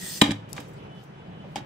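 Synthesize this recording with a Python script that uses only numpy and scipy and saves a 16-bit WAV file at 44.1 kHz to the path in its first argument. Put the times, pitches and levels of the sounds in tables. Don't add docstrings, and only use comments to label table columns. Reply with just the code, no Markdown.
import sys
import numpy as np
from scipy import signal
from scipy.io import wavfile

SR = 44100
rng = np.random.default_rng(int(sys.argv[2]) if len(sys.argv) > 2 else 0)


def unload_audio(sound):
    columns = np.transpose(np.atleast_2d(sound))
    steps = np.round(np.clip(columns, -1, 1) * 32767)
    wavfile.write(sys.argv[1], SR, steps.astype(np.int16))


N = 72765
TIME = np.arange(N) / SR
OWN_GRIT = 1.44


def from_db(db):
    return 10 ** (np.asarray(db) / 20)


def unit_rms(x):
    return x / np.sqrt(np.mean(x ** 2) + 1e-20)


def level_curve(rows):
    return from_db(np.interp(TIME, *np.transpose(rows)))


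def at_hz(rows, hz):
    freqs, values = np.transpose(rows)
    return np.interp(np.log(hz), np.log(freqs), values)


def band(x, low_hz, high_hz):
    edges = np.clip([low_hz, high_hz], 10, .45 * SR)
    return signal.sosfilt(signal.butter(2, edges, "band", fs=SR, output="sos"), x)


def drift(rate_hz):
    hop, run_in = 40, 2000
    pole = np.exp(-2 * np.pi * rate_hz * hop / SR)
    white = rng.standard_normal(N // hop + run_in + 2)
    slow = signal.lfilter([1], [1, -2 * pole, pole * pole], white)[run_in:]
    return np.interp(np.arange(N) / hop, np.arange(len(slow)), unit_rms(slow))


def ring(force, hz, t60):
    pole, angle = from_db(-60 / (t60 * SR)), 2 * np.pi * hz / SR
    return signal.lfilter([0, np.sin(angle)], [1, -2 * pole * np.cos(angle), pole * pole], force + 1e-18)


def grains(shape, per_s, spread_db):
    heights = from_db(spread_db * np.minimum(rng.exponential(1, shape), 4))
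    signs = rng.choice([-1, 1], shape)
    return heights * signs * (rng.random(shape) < per_s / SR)


# frequency in Hz, likeness from 0 to 1.
PORT_LIKENESS = [(60, 1), (250, 1), (500, 1), (1000, 0.1), (3000, 0), (12000, .3)]

def two_port_noise(spectrum, flicker_db):
    out, common_drift = 0, drift(4)
    edges = 25 * 2 ** np.arange(0, 9.4, 1 / 3)
    white = rng.standard_normal((2, 2, N + SR // 5))
    for k, (low, high) in enumerate(zip(edges, edges[1:])):
        mid, side = band(white[k % 2], low, high)[:, -N:]
        hz = np.sqrt(low * high)
        alike = at_hz(PORT_LIKENESS, hz)
        gain = from_db(at_hz(spectrum, hz) + flicker_db * (.3 * common_drift + drift(12)))
        out = out + gain * (np.sqrt(1 + alike) * mid + np.sqrt(1 - alike) * side * [[1], [-1]])
    return unit_rms(out)


# frequency in Hz, relative spectral density in dB.
STREET_SPECTRUM = [(24, -54), (40, -10), (86, -12.5), (152, -2.5), (203, -4.5), (223, -14), (425, -14.5),
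                   (593, -18.5), (809, -17.5), (1100, -26), (1240, -25), (1780, -28.5), (2940, -31),
                   (3640, -40.5), (12000, -65), (15600, -118), (22000, -120)]
# time in seconds, level in dB.
STREET_LEVEL = [(0, -42), (.2, -43), (.4, -43), (.55, -41), (.7, -42.5), (.85, -40), (1.0, -43.5),
                (1.12, -44), (1.25, -42), (1.37, -42.5), (1.45, -41), (1.65, -40)]

def street(port_lag_s=.0005):
    rumble = level_curve(STREET_LEVEL) * two_port_noise(STREET_SPECTRUM, flicker_db=1.2)
    rumble[0] = np.interp(TIME - port_lag_s, TIME, rumble[0])
    return rumble


# time in seconds, level in dB.
STROKE_LEVEL = [(0.0, -39), (0.09, -36.5), (0.18, -36.5), (0.206, -45), (0.21, -48)]
# centre in Hz, width in Hz, relative level in dB at the
# top of its swell, time of that top in seconds.
HISS_BANDS = [(1947, 240, -5, 0.0465), (3310, 260, 0, .07), (4330, 300, -12.5, .13), (4990, 410, 2.5, .14),
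              (6090, 390, -7, 0.15), (7460, 510, 2, 0.088), (8320, 250, 0.5, .085), (9260, 400, -5, .16),
              (12200, 400, -40, .07), (14200, 300, -6, .15), (14950, 400, -5, .11)]

def scoring(chips_per_s=4000, swell_s=.04, swell_db=5.5, wander_db=2.0):
    shared = grains(N, chips_per_s, spread_db=2)
    grit = unit_rms(shared + OWN_GRIT * grains((2, N), chips_per_s, spread_db=2))
    hiss = from_db(1.5) * unit_rms(band(grit, 1900, 12000))
    for k, (hz, width, db, peak_s) in enumerate(HISS_BANDS):
        swell = np.exp(-.5 * ((TIME - peak_s) / swell_s) ** 2)
        gain = from_db(db + swell_db * (swell - 1) + wander_db * drift(5.1))
        hiss += (-1) ** k * gain * unit_rms(band(grit, hz - width / 2, hz + width / 2))
    on_glass = TIME < STROKE_LEVEL[-1][0]
    return unit_rms(hiss) * level_curve(STROKE_LEVEL) * on_glass


# frequency in Hz, relative level in dB, t60 in seconds.
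MIRROR_MODES = [(581, 4.5, 0.025), (829, 3.5, 0.023), (1019, 0, 0.017), (1217, -4, 0.034),
                (1840, -1, 0.011), (2399, 1.5, 0.023), (2530, -10, 0.015), (3015, -7, 0.021),
                (3265, 6, 0.016), (3630, 3, 0.016), (3860, 1.5, 0.037), (4973, 3, 0.01), (5950, -4, 0.017),
                (7316, -11, 0.034), (7830, -2, 0.019), (8590, -4.5, 0.031), (9600, -7.5, 0.017),
                (11400, -21, 0.0067)]
# start in seconds, level in dB, rise and decay in
# seconds, low and high edge in Hz, gain of the dry crack in dB, left minus right port in dB.
MIRROR_CONTACTS = [(0.212, -24.5, .003, .003, 1530, 9300, -12, -24),
                   (0.2149, -1.5, 0.00052, 0.0024, 920, 8900, 12.5, 1.5),
                   (.2185, -3, 0.00029, 0.003, 436, 3070, 3, 0.5),
                   (.2255, -16, 0.0019, 0.046, 682, 5100, 23, 1),
                   (.2155, -27.5, .001, 0.0057, 10200, 15900, 27.5, -5),
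                   (0.241, -34, 0.00092, 0.0039, 800, 5000, 4, 3),
                   (.3076, -19, 0.00039, 0.0012, 1510, 6600, -17, -6.5),
                   (0.3134, -24, 0.0002, 0.0043, 1430, 8300, 17, 8.5),
                   (0.3191, -26.5, 0.00035, 0.0021, 1000, 5100, 8, -10.5),
                   (0.488, -45, 0.0034, 0.027, 4030, 15000, 21, -3),
                   (0.5303, -36.5, 0.000036, 0.0011, 4370, 12800, 28, 10),
                   (0.563, -37, .001, 0.037, 400, 5800, 30, -1),
                   (.572, -34.5, 0.0056, .02, 396, 960, 33, -11),
                   (.5795, -18, 0.00033, 0.0016, 1110, 2000, 16, -1),
                   (0.602, -39.5, .001, 0.0034, 3020, 14200, 18.5, -5),
                   (.675, -53.5, .008, .015, 6000, 15000, 23, 0),
                   (.73, -50.5, .005, 0.009, 4970, 15140, 17, 0),
                   (1.034, -53, .003, 0.0064, 6000, 15000, 19.5, -7),
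                   (1.44, -33.5, 0.0061, 0.009, 498, 994, 18, 0),
                   (1.5574, -29.5, .0003, .004, 1930, 6600, 26, 2.5),
                   (1.5575, -15.5, 0.00032, 0.0022, 690, 930, 21, 0),
                   (1.562, -34, 0.0015, 0.017, 710, 4650, 32, -5)]

def mirror_contacts(grains_per_s=8000, ring_db=-8.5, scatter_db=1.5):
    out, size = np.zeros((2, N + SR // 2)), SR // 3
    t = np.arange(size) / SR
    for start_s, db, rise, decay, low_hz, high_hz, crack_db, pan_db in MIRROR_CONTACTS:
        shared = grains(size, grains_per_s, spread_db=2.2)
        grit = shared + OWN_GRIT * grains((2, size), grains_per_s, spread_db=1.17)
        burst = grit * (1 - np.exp(-t / rise)) * np.exp(-t / decay)
        burst = band(burst / np.linalg.norm(burst, axis=1, keepdims=True), low_hz, high_hz)
        port_gains = from_db(rng.normal(0, scatter_db, (len(MIRROR_MODES), 2, 1)))
        ringing = sum(gain * from_db(mode_db + ring_db) * ring(burst, hz, t60)
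                      for gain, (hz, mode_db, t60) in zip(port_gains, MIRROR_MODES))
        panned_gain = from_db([[db + pan_db / 2], [db - pan_db / 2]])
        start = int(start_s * SR)
        out[:, start:start + size] += panned_gain * (ringing + from_db(crack_db) * burst)
    return out[:, :N]


# frequency in Hz, relative level in dB, t60 in seconds.
TABLE_MODES = [(107.3, -17.5, 1), (161.9, -11.5, 0.049), (170, -9.5, 0.045), (209, -6, .15),
               (230, 0.5, 0.09), (286.6, 3, 0.16), (552, -6, .05), (825, -20.5, 0.1)]
# start in seconds, level in dB, low-pass in Hz.
TABLE_PUSHES = [(0.2190, -13, 700), (0.2235, -23.5, 290), (0.2500, -33, 500), (0.2790, -28, 500),
                (0.2920, -24.5, 507), (0.3110, -23.5, 520), (0.5900, -38.5, 410), (1.5580, -41.5, 3030),
                (1.581, -39, 500)]

def table_thuds():
    force = np.zeros(N)
    for start_s, db, cut_hz in TABLE_PUSHES:
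        click = np.zeros(N)
        click[int(start_s * SR)] = from_db(db)
        force += signal.sosfilt(signal.butter(2, cut_hz, fs=SR, output="sos"), click + 1e-18)
    return sum(from_db(db) * ring(force, hz, t60) for hz, db, t60 in TABLE_MODES)


# multiple of the pitch, relative level in dB.
HORN_PARTIALS = [(1, -13), (2, -2), (3, 0), (4, -2), (6, -12), (7, 4.5), (8, -1), (9, -10)]
# start in seconds, end in seconds, level in dB.
HORN_BLASTS = [(0.327, 0.474, -64), (.75, .9, -68), (0.887, 1.043, -64.5), (1.12, 1.3, -68),
               (1.3, 1.492, -67)]

def far_horn(pitch_hz=429, blur=.004, fade_s=.036):
    blasts = sum(from_db(db) * np.clip(np.minimum(TIME - start, end - TIME) / fade_s, 0, 1)
                 for start, end, db in HORN_BLASTS)
    air = rng.standard_normal((2, N))
    low_hz, high_hz = pitch_hz * (1 - blur), pitch_hz * (1 + blur)
    tone = sum(from_db(db) * unit_rms(band(air, k * low_hz, k * high_hz)) for k, db in HORN_PARTIALS)
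    return blasts * tone


# time in seconds, level in dB.
CLOTH_LEVEL = [(0.45, -85), (0.54, -59.5), (0.66, -62), (0.8, -66), (0.894, -77), (1.03, -63),
               (1.178, -79.5), (1.408, -75), (1.562, -65.5), (1.65, -69)]
# frequency in Hz, relative spectral density in dB.
CLOTH_SPECTRUM = [(2500, -17), (4000, 13.5), (8000, 0), (11000, -5.5), (15500, -6.5)]

def cloth_brushing():
    hiss = level_curve(CLOTH_LEVEL) * two_port_noise(CLOTH_SPECTRUM, flicker_db=3.5)
    handling = TIME > CLOTH_LEVEL[0][0]
    return band(hiss * handling, 1900, 17000)


def room(source, t60_s=.29, wall_cut_hz=4030):
    out, pole = np.zeros((2, N)), np.exp(-2 * np.pi * wall_cut_hz / SR)
    lags = (rng.uniform(.008, .03, 16) * SR).astype(int)
    for k, lag in enumerate(lags):
        loop, state = source.copy(), [0.]
        gain = from_db(-60 * lag / SR / t60_s)
        for i in range(lag, N, lag):
            echo, state = signal.lfilter([gain * (1 - pole)], [1, -pole], loop[i - lag:i], zi=state)
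            loop[i:i + lag] += echo[:N - i]
        out[k % 2] += (loop - source) * (-1) ** (k // 2)
    return out


def scene():
    glass = mirror_contacts() + scoring()
    cloth, rumble = cloth_brushing(), street()
    echoes = from_db(-15) * room(glass.mean(axis=0))
    return glass + table_thuds() + echoes + cloth + rumble + far_horn()


def record(dry):
    ceiling, low_cut_hz, high_cut_hz = 1.3, 75.6, 15720
    rounded = ceiling * np.tanh(dry / ceiling)
    thinned = signal.sosfilt(signal.butter(2, low_cut_hz, "high", fs=SR, output="sos"), rounded)
    return signal.sosfilt(signal.ellip(12, .5, 70, high_cut_hz, fs=SR, output="sos"), thinned)


dry = scene()
out = record(dry)
unload_audio(out)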